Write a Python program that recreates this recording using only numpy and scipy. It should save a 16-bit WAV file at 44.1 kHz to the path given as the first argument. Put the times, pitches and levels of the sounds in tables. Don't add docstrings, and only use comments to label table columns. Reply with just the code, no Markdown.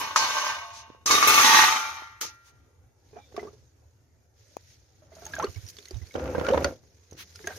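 import sys
import numpy as np
from scipy import signal
from scipy.fft import rfft, irfft
from scipy.io import wavfile
from scipy.ndimage import uniform_filter1d

SR = 44100
rng = np.random.default_rng(int(sys.argv[2]) if len(sys.argv) > 2 else 0)


def to_wav(s):
    ch = np.atleast_2d(s).T
    pcm = np.round(np.clip(ch, -1, 1) * 32767)
    wavfile.write(sys.argv[1], SR, pcm.astype(np.int16))


def invert_db(level):
    return 10 ** (np.asarray(level, dtype=float) / 20)


N = 334271
SPAN = 3 * SR


def evened(x):
    return x / np.sqrt(np.mean(x ** 2) + 1e-20)


def read(points, hz):
    f, value = np.transpose(points)
    return np.interp(np.log(hz + 1), np.log(f + 1), value)


def control(tables, index, rest):
    t, out = np.arange(N) / SR, np.full(N, float(rest))
    for rows in tables:
        s, value = np.transpose(rows)[[0, index]]
        inside = (t >= s[0]) & (t <= s[-1])
        out[inside] = np.interp(t[inside], s, value)
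    return out


def held(tables, rows):
    steps = [[(table[0][0], *row), (table[-1][0], *row)] for table, row in zip(tables, rows)]
    return [control(steps, index=k + 1, rest=0) for k in range(len(rows[0]))]


def add(mix, s, sound):
    part = mix[:, round(s * SR):][:, :sound.shape[1]]
    part += sound[:, :part.shape[1]]


def play(events, sound):
    out = np.zeros((2, N))
    for s, *shape in events:
        add(out, s, sound(*shape))
    return out


def panned(x, pan_db):
    return np.array([x * invert_db(pan_db / 2), x * invert_db(-pan_db / 2)])


def band(x, hz, width):
    edges = np.clip([hz - width / 2, hz + width / 2], 20, .49 * SR)
    return signal.sosfilt(signal.butter(2, edges, "band", fs=SR, output="sos"), x)


def noise_burst(t, hz, width):
    both, left, right = rng.standard_normal((len(t), 3)).T
    return evened(band(both + 3.0 * np.array([left, right]), hz, width))


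def resonate(x, hz, width):
    turn = np.exp(2j * np.pi * np.cumsum(hz * np.ones(x.shape[-1])) / SR)
    r = np.exp(-np.pi * abs(width) / SR)
    return 2 * (turn * signal.lfilter([1 - r], [1, -r], x / turn)).real


def grains(per_s, spread_db):
    size = invert_db(spread_db * np.minimum(rng.exponential(1, N), 4)) * rng.choice([-1, 1], N)
    return evened(size * (rng.random(N) < per_s / SR))


def sharpened(x, top_db):
    top = band(x, 12000, 9000)
    return x + top * (invert_db(top_db) - 1)


# frequency in Hz, likeness (1 is the same).
LIKENESS = [(60, .9), (300, 0.74), (1000, 0.16), (4000, 0.091), (12000, 0.21)]


def noise(spectrum, patchy_db, flicker_db, size, count=N):
    frames, hz = 4 * count // size + 5, np.fft.rfftfreq(size, 1 / SR)
    a, b, c, d, patches = rng.standard_normal((frames, len(hz), 5)).T
    patches = uniform_filter1d(patches, size=6, axis=0)
    patches = evened(uniform_filter1d(patches, size=10, axis=1))
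    flicker = evened(uniform_filter1d(rng.standard_normal(frames), size=3))
    same = np.clip(read(LIKENESS, hz), -1, 1)[:, None]
    left = a + 1j * b
    right = same * left + np.sqrt(1 - same ** 2) * (c + 1j * d)
    level_db = read(spectrum, hz)[:, None] + patchy_db * patches + flicker_db * np.clip(flicker, -2, 2)
    z = np.array([left, right]) * invert_db(level_db)
    return evened(signal.istft(z, nperseg=size, noverlap=3 * size // 4)[1][:, :count])


# frequency in Hz, level in dB per Hz.
HUSH_COLOUR = [(15, -59.5), (25, -32.5), (53, -29), (68, -11.5), (92, -1), (185, -31.5), (212, -24.5),
               (427, -22.5), (1230, -36.5), (1330, -33.5), (3920, -50), (6740, -38), (7920, -47),
               (14000, -45.5), (16000, -62.5)]


def hush():
    return invert_db(-61) * noise(HUSH_COLOUR, 2.9, 0.84, size=2048)


# frequency in Hz, time to fall by 60 dB in seconds.
YARD_DECAY = [(200, 0.23), (1000, 0.079), (4000, 0.17), (12000, 0.034)]


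def yard(x):
    taps = np.zeros((2, SR // 2))
    at = np.arange(200, SR // 2 - 20, 20)
    at = at + rng.integers(0, 20, (2, len(at)))
    np.put_along_axis(taps, at, rng.choice([-1., 1.], at.shape), 1)
    hz, t, z = signal.stft(taps, SR, nperseg=256)
    fade = invert_db(-60 * t / read(YARD_DECAY, hz)[:, None])
    tail = signal.istft(z * fade, SR, nperseg=256)[1]
    return signal.fftconvolve(x, tail / np.linalg.norm(tail[0]), axes=1)[:, :N]


# start in seconds, level in dB, centre in Hz, width in Hz, length in seconds.
BRUSH_EVENTS = [(0.138, -33, 4480, 660, 0.17), (0.699, -48, 5200, 4800, 0.16), (1.1, -26, 3765, 90, .09),
                (2.425, -59, 5400, 9500, .11), (3.131, -56, 600, 694, 0.097), (3.15, -68, 3600, 400, .18),
                (4.638, -65.5, 5200, 3610, 0.15), (5.668, -49.5, 9000, 10100, .06),
                (6.4, -38.5, 1340, 540, 0.16), (7.157, -45, 3150, 3700, .1),
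                (7.162, -50.5, 11000, 8000, .1), (7.475, -50, 1390, 1437, .09)]


def brush(db, hz, width, length):
    puff = noise_burst(np.arange(8000), hz, width)[:, :round(length * SR)]
    return invert_db(db) * puff * np.hanning(puff.shape[1])


# peak in dB, width in seconds, left over right in dB.
CASE_TAP = (-29, 0.00038, 17)


def flick():
    db, width, pan_db = CASE_TAP
    u = np.arange(-100, 200) / SR / width
    bump = (1 - u ** 2) * np.exp(-u ** 2 / 2)
    snap = 0.17 * rng.standard_normal(300) * np.exp(-abs(u) / .9)
    out = np.zeros((2, N))
    add(out, 4.5667, panned(invert_db(db) * (bump + snap), pan_db))
    return out


# time in seconds, hiss in dB.
RUBBING = [
    [(2.9, -91), (3.106, -69), (3.298, -69.5), (3.4, -60.5), (3.712, -77.5), (4.33, -86), (4.38, -69),
     (4.74, -63.5), (4.8, -71.5), (5.09, -73.5), (5.16, -60.5), (5.33, -54.5), (6.0, -61.5), (6.54, -53),
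     (6.68, -52), (6.8, -71.5), (7.08, -69), (7.58, -50.5)],
]
# frequency in Hz, level in dB per Hz.
FIZZ_COLOUR = [(880, -38), (1500, -8), (2190, -6), (2740, -10), (6370, -1.5), (6760, -3.5), (7760, -13),
               (9650, -14), (13900, -14), (14800, -17), (16000, -58.5)]


def wet_hands():
    hiss_db = control(RUBBING, index=1, rest=-99)
    fizz = noise(FIZZ_COLOUR, 2.0, 1.6, size=256)
    fizz = sharpened(fizz, 2.5 + 0.4 * (hiss_db + 56.5))
    return fizz * invert_db(hiss_db + 3.0) * panned(np.ones(1), -1.4)


def bubble(db, hz, t60, pan_db, rise, snap):
    t = np.arange(3000) / SR
    tone = np.sin(2 * np.pi * hz * t * (1 + rise * t / t60)) * invert_db(-60 * t / t60)
    tone *= 1 - np.exp(-t * hz * 0.94)
    tick = snap * noise_burst(t, 1.1 * hz, 1.6 * hz) * invert_db(-60 * t / (1.6 * t60))
    return invert_db(db) * panned(np.ones(1), pan_db) * (tone + tick)


# start in seconds, peak in dB.
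TAP_EVENTS = [
    (0.879, -43),
    (0.901, -36.5),
    (0.948, -41),
    (2.019, -36),
    (2.248, -30),
]


def tap(db):
    return bubble(db, 380, 0.011, -4.5, rise=0.23, snap=0.7)


# start in seconds, peak in dB, pitch in Hz.
DRIP_EVENTS = [(3.3646, -37.5, 5000), (4.5683, -43, 6607), (4.567, -44, 2400), (5.2533, -33, 6460),
               (5.2656, -31.5, 6400), (5.3527, -31.5, 6820), (5.389, -34, 6240), (5.4258, -33.5, 5900),
               (5.4435, -27, 4300), (5.665, -39.5, 5520), (5.6866, -34.5, 4730), (5.7675, -38.5, 4450),
               (5.786, -33.5, 3430), (5.855, -35.5, 4230), (5.8844, -40, 6540), (5.9083, -34, 4620),
               (6.1408, -38, 3670), (6.1586, -34, 3060), (6.4872, -22.5, 2890), (6.5334, -32, 3580),
               (6.6444, -18, 4440), (7.1112, -43.5, 6300), (7.1297, -44, 5720), (7.358, -33.5, 4940),
               (7.472, -25, 6370), (5.152, -46, 6500), (5.322, -44, 6000), (5.548, -44, 2800),
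               (5.56, -44, 5300), (5.678, -40, 5500), (5.698, -38, 4800), (5.7, -40, 6500),
               (5.826, -44, 4200), (5.945, -44, 3700), (5.97, -45, 5800), (6.07, -44, 4400),
               (6.512, -30, 3000)]


def drip(db, hz):
    return bubble(db - 3.5, hz, 0.022, -3.5, rise=0.091, snap=0.41)


# start in seconds, peak in dB, pitch in Hz.
BLIP_EVENTS = [(3.3645, -31, 1140), (3.3947, -36.5, 2000), (5.3358, -23.5, 1630), (5.3649, -27.5, 1560),
               (5.3986, -22.5, 1313), (5.4691, -36, 1180), (5.5592, -43, 2200), (5.876, -49, 2010),
               (6.0177, -48.5, 2000), (6.109, -44, 2184), (6.352, -30, 1560), (6.536, -17, 915),
               (6.576, -21.5, 950), (6.6438, -18.5, 1405), (7.4717, -23.5, 1605), (7.505, -34, 1560),
               (5.127, -56, 2050), (5.183, -55, 1340), (5.218, -49, 1550), (5.228, -53, 1330),
               (5.262, -46, 1380), (5.264, -47, 1650), (5.288, -50, 1420), (5.31, -47, 1310),
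               (5.466, -44, 2900), (7.355, -48.5, 1400), (7.442, -41, 1710), (7.442, -43, 2050),
               (7.47, -33, 1880), (7.488, -39, 1830), (7.523, -40, 1560), (7.555, -44, 1610)]


def blip(db, hz):
    return bubble(db - 1.5, hz, 0.05, -1.4, rise=0.034, snap=0.2)


# start in seconds, peak in dB, pitch in Hz.
BUBBLE_EVENTS = [(3.13, -44.5, 420), (3.159, -39, 420), (3.166, -39, 692), (3.343, -38, 400),
                 (3.378, -25, 397), (3.428, -30.5, 396), (3.45, -36.5, 422), (3.471, -37.5, 393),
                 (5.021, -52.5, 604), (5.118, -47, 643), (5.166, -46.5, 628), (5.22, -43, 686),
                 (5.263, -43, 850), (5.384, -29.5, 630), (5.397, -24, 838), (5.784, -46.5, 395),
                 (5.908, -37, 364), (6.152, -21, 500), (6.349, -23.5, 495), (6.381, -19, 474),
                 (6.411, -20.5, 492), (6.485, -12.5, 530), (6.504, -14, 475), (6.544, -10.5, 525),
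                 (6.573, -14.5, 490), (6.62, -25, 495), (6.647, -16, 541), (7.401, -44.5, 413),
                 (7.443, -36, 350), (7.475, -34, 396), (3.376, -30.5, 680), (3.185, -46, 797),
                 (3.53, -49.5, 420), (5.13, -52, 400), (5.183, -49, 628), (5.222, -47, 400),
                 (5.243, -49, 660), (5.243, -50, 390), (5.334, -43, 637), (7.471, -34.5, 687),
                 (7.495, -42, 598), (7.507, -41, 730), (7.563, -44.5, 417)]


def big_bubble(db, hz):
    return bubble(db + 1.5, hz, .022 - .0014 * db, -2.9, rise=0.07, snap=0.22)


# start in seconds, peak in dB, pitch in Hz.
SLAP_EVENTS = [(3.323, -47, 600), (6.154, -21, 330), (6.195, -28, 775), (6.257, -32, 1140),
               (6.277, -33, 886), (6.349, -18, 260), (6.381, -20, 330), (6.397, -29, 1380),
               (6.412, -20, 420), (6.448, -30.5, 1350), (6.467, -25, 1420), (6.489, -22, 810),
               (6.577, -18, 820), (6.645, -20, 1897), (7.392, -45, 1500), (5.91, -40, 260),
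               (6.835, -50, 350), (7.124, -44, 280), (7.21, -44, 320), (3.366, -41, 2200)]


def slap(db, hz):
    return bubble(db, hz, .014, -1.5, rise=.1, snap=.8)


# start in seconds, peak in dB, start pitch in Hz, end pitch in Hz, length in seconds.
GULP_EVENTS = [
    (3.102, -70, 2480, 2280, 0.19),
    (3.158, -80, 3750, 3500, 0.19),
    (3.466, -47.5, 1054, 1290, 0.029),
    (5.418, -28.5, 867, 1380, 0.033),
    (5.426, -28, 383.5, 403, 0.044),
    (6.43, -36.5, 1324, 1506, .07),
    (6.517, -16, 511, 560, .028),
    (6.657, -20, 507, 575, 0.019),
]


def gulp(db, start_hz, end_hz, length):
    hz = np.linspace(start_hz, end_hz, round(length * SR))
    wobble = evened(uniform_filter1d(rng.standard_normal(12000), size=350))[:len(hz)]
    tone = np.sin(2 * np.pi * np.cumsum(hz) / SR) * (1 + 5.5 * length * wobble)
    return invert_db(db) * panned(tone * signal.windows.tukey(len(hz), .7), -1.5)


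# start in seconds, peak in dB, pitch in Hz.
SURGE_EVENTS = [
    (5.47, -39, 87),
    (5.556, -34, 97.6),
    (5.628, -41, 97.4),
    (5.93, -31.5, 57.97),
    (5.95, -35, 112.7),
    (6.007, -35.5, 81.6),
]


def surge(db, hz):
    return gulp(db - 6.0, hz, 0.92 * hz, 0.046) * panned(np.ones(1), -18.5)


def drops():
    out = play(BUBBLE_EVENTS, big_bubble) + play(BLIP_EVENTS, blip) + play(DRIP_EVENTS, drip)
    out += play(SLAP_EVENTS, slap) + play(TAP_EVENTS, tap)
    return out + play(SURGE_EVENTS, surge) + play(GULP_EVENTS, gulp)


# time in seconds, effort in dB, pitch of the air cavity in Hz.
STIRS = [
    [(3.05, -73.5, 390.5), (3.152, -68, 609), (3.3, -64, 482), (3.426, -45, 390), (3.5, -57, 400),
     (3.65, -73, 422)],
    [(4.95, -81.5, 497.6), (5.054, -64.5, 560), (5.372, -47.5, 633), (5.442, -30, 403.6), (5.522, -63, 379),
     (5.994, -64, 365), (6.1, -61.5, 363)],
    [(6.12, -87, 448), (6.152, -31, 490), (6.4, -31, 500), (6.67, -26, 528), (6.74, -45.5, 520),
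     (6.78, -59, 420), (6.95, -70.5, 357)],
    [(7.05, -95, 409), (7.125, -53, 300), (7.3, -70, 400), (7.58, -51, 463.4)],
]
# splash in dB, heave of the water in dB.
GRIP_LEVELS = [
    (-47, -51),
    (-40, -44.5),
    (-49, -45),
    (-45, -39),
]


def stirring():
    effort_db = control(STIRS, index=1, rest=-130)
    splash_db, heave_db = held(STIRS, GRIP_LEVELS)
    over_db = effort_db + 39.5
    still = effort_db < -120
    splash_db = np.where(still, effort_db, splash_db + 1.1 * over_db)
    heave_db = np.where(still, effort_db, heave_db + 0.79 * over_db)
    return effort_db, splash_db, heave_db


def slosh():
    hz = control(STIRS, index=2, rest=450)
    gurgle_db, splash_db, heave_db = stirring()
    pockets = band(grains(400, 2.5) + .5 * rng.standard_normal(N), 560, 980)
    cavity = evened(resonate(pockets, hz, 64)) + evened(band(pockets, 360, 300))
    gurgle = evened(cavity) * invert_db(gurgle_db - 4.5)
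    pops = sum(band(grains(220, 5.5), f, 0.29 * f) * 900 / f for f in (950, 1370, 2000, 2530))
    spray = evened(pops) + 2.6 * noise_burst(np.arange(N), 1000, 1200)
    splash = evened(spray) * invert_db(splash_db - 7.5)
    swell = evened(band(grains(90, 1.5), 78, 25)) + 0.46 * evened(band(pockets, 170, 47))
    heave = swell * invert_db(heave_db - 3.0)
    return gurgle + splash + panned(heave, -1.5)


# frequency in Hz, width in Hz, level in dB.
POT_TONES = [
    (520, 90, -20),
    (1400, 120, -12),
    (1560, 80, -14),
]


def pot(x):
    return x + sum(invert_db(db + 12) * band(x, hz, width) for hz, width, db in POT_TONES)


def metal(hz, db, t60, size):
    t = np.arange(size)[:, None] / SR
    port_phase = 1.8 * rng.standard_normal((len(hz), 2)).T[:, None] * hz / 3000
    phase = rng.uniform(0, 2 * np.pi, len(hz)) + port_phase
    fade = invert_db(db - 60 * t / np.maximum(t60, .02))
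    ring = (fade * np.sin(2 * np.pi * hz * t + phase)).sum(-1)
    ring *= 1 - np.exp(-t[:, 0] / .0015)
    return ring / np.sqrt((ring ** 2).sum(1).mean())


def ringing(push, ring):
    return signal.fftconvolve(push[None], ring, axes=1)[:, :SPAN]


# time in seconds, push on the metal in dB.
PRESSURE = [
    [(0.0, -29.5), (0.15, -42.5), (0.162, -27), (0.216, -27), (0.482, -30), (0.62, -43), (0.834, -54.5),
     (1.04, -69.5)],
    [(1.055, -67), (1.059, -31.5), (1.12, -22.5), (1.2, -23), (1.272, -21.5)],
    [(1.272, -18), (1.4, -17.5), (1.6, -16.5), (1.68, -21), (1.956, -41), (2.206, -61.5)],
    [(2.206, -68), (2.211, -41.5), (2.256, -50), (2.31, -62.5), (2.382, -73), (2.9, -86.5)],
]
# grit over push in dB, sharpness of the grit in dB, floor rumble over push in dB.
FOOTING_LEVELS = [
    (-5.5, -17, -16),
    (-5, -14.5, -12),
    (-5, -15, -15.5),
    (10.5, -14, -7),
]


def footing():
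    push_db = control(PRESSURE, index=1, rest=-99)
    rows = [(*row, stage[0][0]) for row, stage in zip(FOOTING_LEVELS, PRESSURE)]
    grit_db, sharp_db, rumble_db, start = held(PRESSURE, rows)
    since = np.arange(N) / SR - start
    bite_db = 9.5 * np.exp(-since / 0.076)
    firm_db = -24.5
    grit_db = grit_db + firm_db + 1.153 * (push_db - firm_db)
    rumble_db = rumble_db + push_db - 19 * since
    return np.array([grit_db, push_db, sharp_db + bite_db, rumble_db])[:, :SPAN]


# frequency in Hz, level in dB per Hz.
GRIT_COLOUR = [(290, -49.5), (500, -39.5), (868, -11), (988, -18), (1180, -5.5), (1740, -7), (6230, -7.5),
               (7530, -12.5), (14900, -17), (16000, -36.5)]


def floor_grit(grit_db, sharp_db):
    hiss = noise(GRIT_COLOUR, 1.8, 0.54, size=256, count=SPAN)
    return sharpened(hiss, sharp_db + 14.5) * invert_db(grit_db)


def floor_rumble(rub, rumble_db):
    return (evened(band(rub, 410, 400)) + .18 * evened(band(rub, 95, 70))) * invert_db(rumble_db)


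# frequency in Hz, width in Hz, level in dB.
BASIN_TONES = [
    [(590, 36, -14), (1098, 200, -1.5), (1560, 36, -3), (905, 30, -3), (2200, 26, -8), (2573, 50, -10),
     (3750, 33, -14), (2940, 25, -10), (4210, 120, -13)],
    [(1180, 44, 0), (1550, 40, -13), (1980, 20, -17), (2200, 29, -11), (2610, 81, -16), (2940, 28, -17),
     (3760, 24, -7)],
    [(880, 27, -14), (1180, 51, 0), (1360, 27, -6), (2200, 29, -8), (2615, 52, -6), (3384, 24, -17),
     (3840, 130, -17), (4040, 31, -16)],
    [(880, 30, -6), (1155, 41, -3), (1560, 150, -9), (1882, 39, -10), (2140, 47, -11), (2588, 60, -6),
     (3390, 24, -13), (3923, 41, -12)],
    [(880, 24, -8), (1200, 99, 0), (2000, 33, -9), (2156, 50, -12), (2340, 64, -8), (2780, 47, -10),
     (3170, 29, -16), (3800, 53, -15)],
]
CONTACT_S = [0, 1.03, 1.275, 1.43, 1.68, 3]


def strong_tones(push, t):
    place, out = np.digitize(t, CONTACT_S) - 1, 0
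    for k, peaks in enumerate(BASIN_TONES):
        hz, width, db = np.transpose(peaks + peaks)
        hz = hz + np.repeat([-.25, .25], len(peaks)) * width
        ring = metal(hz, db + 10 * np.log10(width), 2.1 / width, size=SR // 5)
        out = out + invert_db(-1.5) * ringing(push * (place == k), ring)
    return out


def weak_tones(push):
    hz = np.geomspace(550, 7000, 130) * rng.uniform(0.89, 1.01, 130)
    db = read(GRIT_COLOUR, hz) + rng.uniform(-4, 4, 130)
    return invert_db(-6) * ringing(push, metal(hz, db, 250 / hz + 0.045, size=SR // 3))


# frequency in Hz, level in dB, 60 dB fall in seconds.
BOWL_TONES = [(690, -5.5, 0.36), (895, -7.5, 0.7), (1096, -4.5, 0.67), (2800, -14, 1.0), (2990, -18, 0.76)]
# frequency in Hz, level in dB, 60 dB fall in seconds.
RIM_TONES = [(1230, -12, 1.0), (1382, 3, 1.0), (1595, -5, 1.1), (1744, -4, .8), (1900, -11, 1.0),
             (2000, -8, .8), (2105, -5, 1.2), (2342, -12, .9), (2697, -10, .5)]
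EASE_S = (.55, 1.75)


def slow_tones(push, t):
    first = (t < CONTACT_S[1]) & (t > EASE_S[0])
    out = invert_db(-5.5) * ringing(push * first, metal(*np.transpose(BOWL_TONES), size=SR))
    return out + invert_db(-6) * ringing(push * (t > EASE_S[1]), metal(*np.transpose(RIM_TONES), size=SR))


# start in seconds, peak in dB, pitch in Hz, brightness in dB.
KNOCK_EVENTS = [
    (0.16, -7.5, 1258, -19),
    (0.382, -22.5, 1120, -17.5),
    (1.06, -24.5, 1180, -2.5),
    (1.109, -11.5, 1080, -12),
    (1.226, -6, 1180, -28),
    (2.211, -34, 1400, -3),
    (2.212, -36, 3110, -20),
]


def knock(db, hz, bright_db):
    t = np.arange(4000) / SR
    blow = (np.sin(2 * np.pi * hz * t) + .5 * noise_burst(t, 1500, 570)) * invert_db(-60 * t / 0.026)
    clash = noise_burst(t, 5500, 3000) * invert_db(bright_db + 3.5 - 60 * t / 0.29)
    return invert_db(db) * (blow + clash) * (1 - np.exp(-t / 0.0005))


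# frequency in Hz, lead in radians.
PORT_LEAD = [(1, 1.1), (1100, 0.56), (2000, 2.2), (2600, 6), (5000, 8), (16000, 30.5)]


def later(x):
    size = 4 * SR
    lead = np.interp(np.fft.rfftfreq(size, 1 / SR), *np.transpose(PORT_LEAD))
    return irfft(rfft(x, size) * np.exp(-1j * lead))[:SPAN]


def basin():
    grit_db, push_db, sharp_db, rumble_db = footing()
    rub = evened(rng.standard_normal(N) + 1.3 * grains(900, 6.7))[:SPAN]
    push = rub * invert_db(push_db)
    for s, db, *_ in KNOCK_EVENTS:
        push[round(s * SR)] += invert_db(db + 13.5)
    t = np.arange(SPAN) / SR
    out = floor_grit(grit_db, sharp_db) + floor_rumble(rub, rumble_db)
    out += strong_tones(push, t) + weak_tones(push) + slow_tones(push, t)
    out += play(KNOCK_EVENTS, knock)[:, :SPAN]
    return np.pad([out[0], later(out[1])], [(0, 0), (0, N - SPAN)])


# frequency in Hz, level in dB.
MIC_TONE = [(30, -13.5), (65, 1.5), (5000, 1), (6400, 7), (7000, -0.5), (7700, -3), (9500, -0.5),
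            (15000, 2)]


def microphone(x):
    hz = np.linspace(0, SR / 2, 1025)
    colour = signal.firwin2(2047, hz, invert_db(read(MIC_TONE, hz)), fs=SR)
    return signal.oaconvolve(x, colour[None], "same", axes=1)


def scene():
    steel, water = basin(), pot(slosh()) + drops()
    echo = yard(invert_db(-14) * steel + invert_db(-23) * water)
    near = steel + water + echo + flick() + play(BRUSH_EVENTS, brush)
    return microphone(near) + wet_hands() + hush()


def top_cut(x):
    return signal.sosfilt(signal.butter(12, 16320, fs=SR, output="sos"), x)


def record(dry):
    hz, t, z = signal.stft(dry, SR, nperseg=2048, noverlap=1536)
    power = abs(z) ** 2
    patch = uniform_filter1d(uniform_filter1d(power, size=10, axis=1), size=4, axis=2)
    wide = uniform_filter1d(patch, size=70, axis=1)
    clear = (patch > .9 * wide) | (wide > invert_db(2 * -66))
    keep = (power > .8 * patch) & clear | (hz < 7000)[:, None]
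    treble = power[:, hz > 7000].sum((0, 1))
    keep |= np.roll(treble, -2) > 30 * np.roll(treble, 2)
    thinned = signal.istft(z * np.where(keep, 1, .1), SR, nperseg=2048, noverlap=1536)[1][:, :N]
    return top_cut(thinned)


dry = scene()
out = record(dry)
to_wav(out)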